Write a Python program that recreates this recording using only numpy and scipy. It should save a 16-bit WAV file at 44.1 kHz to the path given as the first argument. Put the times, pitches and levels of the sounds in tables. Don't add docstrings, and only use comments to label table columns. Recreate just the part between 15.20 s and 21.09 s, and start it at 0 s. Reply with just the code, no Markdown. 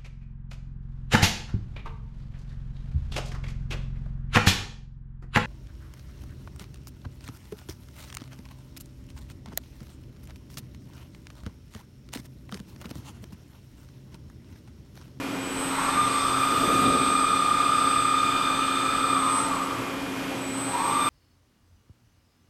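import sys
import numpy as np
from scipy import signal
from scipy.fft import rfft, irfft, next_fast_len
from scipy.io import wavfile
from scipy.ndimage import uniform_filter1d, map_coordinates

SR = 44100
rng = np.random.default_rng(int(sys.argv[2]) if len(sys.argv) > 2 else 0)


def to_wav(s):
    ch = np.atleast_2d(s).T
    pcm = np.round(np.clip(ch, -1, 1) * 32767)
    wavfile.write(sys.argv[1], SR, pcm.astype(np.int16))


N = 259749
TIME = np.arange(N) / SR
TOP_RPS = 100 / 3


def amp(db):
    return 10 ** (np.asarray(db) / 20)


def unit(x):
    return x / np.sqrt(np.mean(x ** 2) + 1e-20)


def along(points, hz):
    point_hz, values = np.transpose(points)
    return np.interp(np.log(hz + 1), np.log(point_hz + 1), values)


def curves(rows):
    seconds, *columns = np.transpose(rows)
    return [np.interp(TIME, seconds, column) for column in columns]


def wobble(rate):
    coarse = TIME[::32]
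    knots = rng.standard_normal(int(N * rate / SR) + 4)
    return np.interp(TIME, coarse, map_coordinates(knots, [coarse * rate]))


def filtered(x, response):
    size = next_fast_len(N + 3 * SR)
    return irfft(rfft(x, size) * response(np.fft.rfftfreq(size, 1 / SR)), size)[..., :N]


def lagging(x, seconds):
    keep = np.exp(-1 / (seconds * SR))
    return signal.lfilter([1 - keep], [1, -keep], x)


def rush(spectrum, patchy_db):
    grid = signal.stft(rng.standard_normal(N), nperseg=512)[2]
    patches = uniform_filter1d(rng.standard_normal(grid.shape), 6, 0)
    patches = uniform_filter1d(patches, 14, 1)
    noise = signal.istft(grid * amp(patchy_db * unit(patches)), nperseg=512)[1][:N]
    return unit(filtered(noise, lambda hz: amp(along(spectrum, hz))))


def tone(cycles, db):
    return np.sqrt(2) * amp(db) * np.sin(2 * np.pi * cycles)


# frequency in Hz, relative density in dB per Hz.
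HALL_SPECTRUM = [(12, -54), (20, -27.5), (173, -11), (215, -12), (269, -9), (396, -12), (442, -14),
                 (493, -14.5), (1260, -14.5), (1760, -19.5), (2450, -19), (3920, -27.5), (9760, -35),
                 (13200, -36.5), (14800, -60)]


def hall_roar():
    return amp(-34.5 + 1.0 * wobble(4.126)) * rush(HALL_SPECTRUM, patchy_db=0.46)


PUMP_HZ = 269.05
# multiple of the piston rate, mid level in dB rms before a small trim.
PUMP_HARMONICS = [(1, -37), (2, -48), (8, -55), (9, -48), (11, -57), (12, -53), (13, -60), (19, -66)]
# frequency in Hz, mid level in dB rms.
FAN_HUMS = [(120, -50.5), (185, -52), (291, -47.5), (360, -48.5), (447, -50)]


def pump_and_fans():
    out = np.zeros(N)
    for k, db in PUMP_HARMONICS:
        phase = 0.089 * wobble(10) / np.sqrt(k)
        flutter = (1.0 * wobble(6.06) + 1.87 * wobble(30)) / np.sqrt(k)
        out += tone(k * PUMP_HZ * TIME + phase, db + 0.055 + flutter)
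    for hz, db in FAN_HUMS:
        out += tone(hz * TIME + 0.25 * wobble(8), db + 3 * wobble(7))
    return out


RAMP_S, ROUND_S, LAG_S = .44, .1, .04
# start in seconds, start of braking in seconds, direction as a sign.
MOVES = [(.14, 3.94, 1), (5.155, 7, -1)]


def axis():
    command = np.zeros(N)
    for on, off, way in MOVES:
        rise = np.clip((TIME - on) / RAMP_S, 0, 1)
        fall = np.clip((TIME - off) / RAMP_S, 0, 1)
        command += way * (rise - fall)
    velocity = lagging(uniform_filter1d(command, int(ROUND_S * SR)), LAG_S)
    speed = abs(velocity)
    effort = np.gradient(speed) * SR * RAMP_S
    return speed, effort, np.cumsum(velocity) * TOP_RPS / SR


TAIL_T60_S = 1.14


def diffuse(x):
    tail = rng.standard_normal(SR) * amp(-60 * TIME[:SR] / TAIL_T60_S)
    change = x - np.pad(x, (round(3 * SR / TOP_RPS), 0))[:N]
    return signal.fftconvolve(change, tail / np.linalg.norm(tail))[:N]


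SWITCH_HZ, POLE_PAIRS = 4000, 4
TAIL_WHINE_DB = -16
# multiple of the switching rate, multiple of the winding frequency,
# level in dB rms before casing colour, flutter and growth with speed.
SIDEBANDS = [(1, -1, -67), (1, 1, -70), (2, 2, -37), (2, -2, -50), (2, 3, -63), (2, 4, -68), (3, 1, -68)]
# frequency in Hz, gain in dB.
CASING_GAIN = [(7600, 12.5), (7740, 0), (7900, 8), (7980, 16), (8030, -11.5), (8070, -4), (8140, 6),
               (8220, -2), (8262, 0.5)]
# time in seconds,
# lower tone in dB rms, upper tone in dB rms, both before flutter and growth with speed.
HIGH_PAIR_LEVELS = [(.4, -54, -43), (.85, -58, -78), (1.3, -74, -72), (2.7, -78, -68), (4, -78, -67),
                    (5.6, -71, -57), (5.89, -60, -51)]


def drive_whine(speed, turns):
    winding = POLE_PAIRS * turns
    smooth_speed = abs(uniform_filter1d(speed, SR // 6))
    out = tone(2 * SWITCH_HZ * TIME, -63 + 9 * np.sqrt(smooth_speed) + 0.42 * wobble(2.6))
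    for carrier, side, db in SIDEBANDS:
        colour = along(CASING_GAIN, carrier * SWITCH_HZ + side * POLE_PAIRS * TOP_RPS * speed)
        flutter = 2.4 * wobble(2.92) + 0.67 * wobble(30)
        out += speed ** 0.54 * tone(carrier * SWITCH_HZ * TIME + side * winding, db + colour + flutter)
    for side, db in zip((-3, 3), curves(HIGH_PAIR_LEVELS)):
        out += speed ** 2 * tone(3 * SWITCH_HZ * TIME + side * winding, db + 1.5 * wobble(14))
    return out + amp(TAIL_WHINE_DB) * diffuse(out)


def loudness_db(speed, effort, grow, push_db, brake_db):
    load_db = push_db * np.maximum(effort, 0) + brake_db * np.maximum(-effort, 0)
    return 20 * grow * np.log10(speed + 1e-3) + load_db


# frequency in Hz, gain in dB.
FRAME_GAIN = [(300, -10), (700, -12), (780, -2), (850, 7), (890, 4), (940, 8), (990, 2), (1050, 3),
              (1110, 2), (1170, 6), (1200, 1.5), (1330, -1.5), (1600, -10), (2000, -10.5), (2400, -15),
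              (3000, -19), (3600, -12), (8000, -52)]


def frame_db(multiple, speed):
    return along(FRAME_GAIN, multiple * TOP_RPS * speed) - along(FRAME_GAIN, multiple * TOP_RPS)


# time in seconds, then offsets in dB of
MAIN_TONE_DRIFT = [(.45, -6, -5, -6, 0), (.55, -6, -4, -6, 2), (.63, -8, -2, -8, 5), (.7, -8, 5.5, -10, 11),
                   (.8, -6, -4, -8, 27), (.9, -1, -3, 0, 13.5), (1, -6, 1, 2, -2), (1.1, -11.5, 1, -2, 7),
                   (1.2, -3.5, -2, -2, -4), (1.3, 1, -17, 3, -13), (1.4, -0.5, -31, -1, -7),
                   (1.6, 2.5, -26, 1.5, -10), (2, 1.5, -2, -1, -13), (2.3, 1, 6, -4, 2), (2.65, 0, 5, 3, 2),
                   (3, 2.5, 1.5, -1, -3), (3.35, -4.5, -10, 1, -5), (3.6, -4, -3.5, 4.5, -5),
                   (3.85, -5, -2.5, 5, -15), (3.97, -2, 9, 2, -11), (4.07, 1, -9, 1, 1),
                   (4.2, -2, -2, -3, 0), (4.3, -2.5, -4, -8, 0), (4.45, -6, -2, -8, 0), (5.45, 0, 2, 0, 0),
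                   (5.55, 0, 8.5, 0, -1), (5.63, 0, 4.5, 0, -1), (5.72, -3, 6, -3, 6),
                   (5.82, -5, 5.5, -3, 16), (5.89, -1, -3, -3, 4)]


def drift_db(multiple):
    own = dict(zip((37, 36, 39, 109 / 3), curves(MAIN_TONE_DRIFT)))
    return own[multiple] if multiple in own else 2.0 * wobble(2.06)


FIRST_MESH_TOP = 41.5
PANEL_SHIFT = .27
PANEL_BAND = (34.8, 38.5)


def path_cycles(multiple):
    if multiple < FIRST_MESH_TOP:
        return PANEL_SHIFT * (np.searchsorted(PANEL_BAND, multiple) - 1)
    return rng.random()


def force_at(multiple, speed):
    return speed ** ((multiple / 36) ** 0.6)


START_TURN = 2.12
GEARS_DB, GEARS_GROW = -0.93, 0.23
GEARS_PUSH_DB, GEARS_BRAKE_DB = -3, -3.5
GEARS_DB_PER_TURN = 0.0044
SECOND_TONES = (37, 38, 39, 41)
MESH_MULTIPLE, MESH_SPREAD_HZ, MESH_DB = 36.15, 60, -41
MESH_LOAD_DB = 10.5
# multiple of the shaft speed,
# level in dB rms before the shared gain, frame and drift.
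SHAFT_TONES = [(27, -50.7), (35, -48.0), (36, -32.9), (37, -25.7), (38, -44.6), (39, -34.6), (40, -45.1),
               (41, -42.9), (46, -50.7), (47, -54.8), (48, -53.2), (51, -51.0), (53, -53.8), (55, -55.3),
               (69, -55.8), (71, -51.7), (72, -49.6), (73, -45.4), (75, -47.8), (87, -59.5), (92, -56.6),
               (97, -58.1), (98, -58.5), (100, -48.1), (104, -53.2), (107, -43.3), (108, -47.5),
               (109, -48.2), (113, -56.2), (123, -61.7), (124, -60.1), (131, -54.2), (132, -58.4),
               (133, -60.8), (143, -51.7), (144, -57.3), (145, -50.6), (192, -61.2), (216, -55.4),
               (217, -59.9)]
# multiple of the screw speed (a third of the shaft's),
# level in dB rms before the shared gain, frame and drift.
SCREW_TONES = [(79, -49.9), (104, -38.1), (106, -36.6), (107, -40.5), (109, -45.8), (121, -45.6),
               (215, -49.9), (217, -49.4), (218, -47.9), (223, -55.7), (227, -51.4), (319, -54.3),
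               (325, -47.7), (431, -60.6)]


def gear_train(speed, effort, place, turns):
    train_db = GEARS_DB + GEARS_DB_PER_TURN * place
    train_db = train_db + loudness_db(speed, effort, GEARS_GROW, GEARS_PUSH_DB, GEARS_BRAKE_DB)
    lower, upper = np.zeros(N), np.zeros(N)
    for multiple, db in SHAFT_TONES + [(k / 3, db) for k, db in SCREW_TONES]:
        if multiple in SECOND_TONES:
            continue
        level_db = db + train_db + frame_db(multiple, speed) + drift_db(multiple)
        cycles = multiple * turns + path_cycles(multiple)
        sound = force_at(multiple, speed) * tone(cycles, level_db)
        if multiple > FIRST_MESH_TOP and multiple % 1 == 0:
            upper += sound
        else:
            lower += sound
    mesh_db = MESH_DB + train_db + frame_db(MESH_MULTIPLE, speed) + MESH_LOAD_DB * abs(effort)
    roughness = force_at(MESH_MULTIPLE, speed) * unit(wobble(MESH_SPREAD_HZ))
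    lower += roughness * tone(MESH_MULTIPLE * turns, mesh_db)
    return lower, upper


ROLL_DB, ROLL_GROW = -32.5, 0.89
ROLL_PUSH_DB, ROLL_BRAKE_DB = 0.5, 6.5
ROLL_DB_PER_TURN = -0.0489
# frequency in Hz, relative density in dB per Hz.
ROLL_SPECTRUM = [(300, -10.5), (600, -11), (870, 0.5), (1050, -2), (1200, 5.5), (1350, 3.5), (1550, -6),
                 (2000, -7.5), (3000, -8.5), (4200, -12.5), (6800, -18), (8400, -19.5), (9500, -17.5),
                 (13000, -36), (15000, -37)]


def rolling_noise(speed, effort, place):
    level_db = ROLL_DB + ROLL_DB_PER_TURN * place
    level_db = level_db + loudness_db(speed, effort, ROLL_GROW, ROLL_PUSH_DB, ROLL_BRAKE_DB)
    return amp(level_db + 0.24 * wobble(2.7)) * rush(ROLL_SPECTRUM, patchy_db=3.0)


GLIDE_DRY_DB, GLIDE_WET_DB, SETTLE_S = -10, 8, .08
TAIL_GEARS_DB = -8.5


def in_hall(gears, effort):
    gliding = np.maximum(abs(effort), lagging(abs(effort), SETTLE_S))
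    tail = diffuse(amp(TAIL_GEARS_DB + GLIDE_WET_DB * gliding) * gears)
    return amp(GLIDE_DRY_DB * gliding) * gears + tail


LINGER_SHARE, LINGER_S = .85, .2


def lingering(x):
    keep = np.exp(-1 / (TOP_RPS * LINGER_S))

    def response(hz):
        echoes = (1 - keep) / (1 - keep * np.exp(-2j * np.pi * hz / TOP_RPS))
        return 1 - LINGER_SHARE + LINGER_SHARE * echoes
    return filtered(x, response)


RINGING_GROW, RINGING_S = 2.2, .17
# frequency in Hz, spread in Hz, level in dB at full speed.
PANEL_RESONANCES = [(2410, 80, -47), (3565, 130, -43), (4825, 72, -57)]


def panels(speed):
    out = np.zeros(N)
    for hz, spread_hz, db in PANEL_RESONANCES:
        out += unit(wobble(spread_hz)) * tone(hz * TIME, db)
    return lagging(speed ** RINGING_GROW, RINGING_S) * out


SECOND_S = .33


def later(x):
    return np.interp(TIME - SECOND_S, TIME, x)


SECOND_GROW = 6.6
SECOND_GAINS = .09
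IN_STEP_S = 2.85
SECOND_ROLL_DB, SECOND_ROLL_GROW = -37, 1.1
# frequency in Hz, relative density in dB per Hz.
SECOND_ROLL_SPECTRUM = [(900, -26), (1100, -8.5), (1200, 2), (1350, 1), (1500, -14), (1800, -38.5)]


def second_axis(speed, turns):
    second_speed, second_turns = later(speed), later(turns)
    rolling = rush(SECOND_ROLL_SPECTRUM, patchy_db=3.0)
    out = amp(SECOND_ROLL_DB) * second_speed ** SECOND_ROLL_GROW * rolling
    gained = SECOND_GAINS * (TIME - IN_STEP_S)
    for multiple, db in SHAFT_TONES:
        if multiple in SECOND_TONES:
            level_db = db + GEARS_DB + frame_db(multiple, second_speed) + drift_db(multiple)
            cycles = multiple * second_turns + path_cycles(multiple) + gained
            out += second_speed ** SECOND_GROW * tone(cycles, level_db)
    return out


HISS_S, HISS_EDGE_S = (0.99, 1.64), .05
HISS_DB, HISS_GROWS_DB_PER_S = -52, 15
# frequency in Hz, relative density in dB per Hz.
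HISS_SPECTRUM = [(3000, -32), (6000, 7), (9000, 1), (12000, -1), (14000, 5), (15000, -17)]


def hiss():
    on, off = HISS_S
    gate = np.clip(np.minimum(TIME - on, off - TIME) / HISS_EDGE_S + .5, 0, 1)
    growth = amp(HISS_DB + HISS_GROWS_DB_PER_S * (TIME - on))
    return gate * growth * rush(HISS_SPECTRUM, patchy_db=4.0)


SWELL_RISE_DB_PER_S, SWELL_FALL_DB_PER_S = 130, 90
# peak time in seconds, peak level in dB.
RUMBLE_SWELLS = [(1.33, -35), (1.45, -31.5), (1.53, -34), (1.65, -27), (1.73, -32.5), (1.83, -35.5),
                 (1.92, -41), (2.15, -40)]
# frequency in Hz, relative density in dB per Hz.
RUMBLE_SPECTRUM = [(20, -29), (50, -12), (100, -7.5), (150, -3), (220, -0.5), (270, 4.5), (320, -1),
                   (420, -1), (520, -6), (700, -10), (1500, -41)]


def rumble():
    swells = np.zeros(N)
    for peak_s, db in RUMBLE_SWELLS:
        drop_db = np.maximum(SWELL_RISE_DB_PER_S * (peak_s - TIME), SWELL_FALL_DB_PER_S * (TIME - peak_s))
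        swells += amp(db - drop_db)
    lumps = amp(1.8 * wobble(45.04))
    return swells * unit(lumps * rush(RUMBLE_SPECTRUM, patchy_db=-1.0))


def scene():
    speed, effort, place = axis()
    turns = START_TURN + np.cumsum(speed) * TOP_RPS / SR
    background = hall_roar() + pump_and_fans()
    whine = drive_whine(speed, turns)
    lower, upper = gear_train(speed, effort, place, turns)
    first = in_hall(lower + rolling_noise(speed, effort, place), effort)
    gears = first + lingering(upper) + panels(speed)
    second = in_hall(second_axis(speed, turns), later(effort))
    return (background + whine + gears + second + hiss() + rumble())[None]


TOP_HZ = 14920


def record(dry):
    return filtered(dry, lambda hz: hz < TOP_HZ)


dry = scene()
out = record(dry)
to_wav(out)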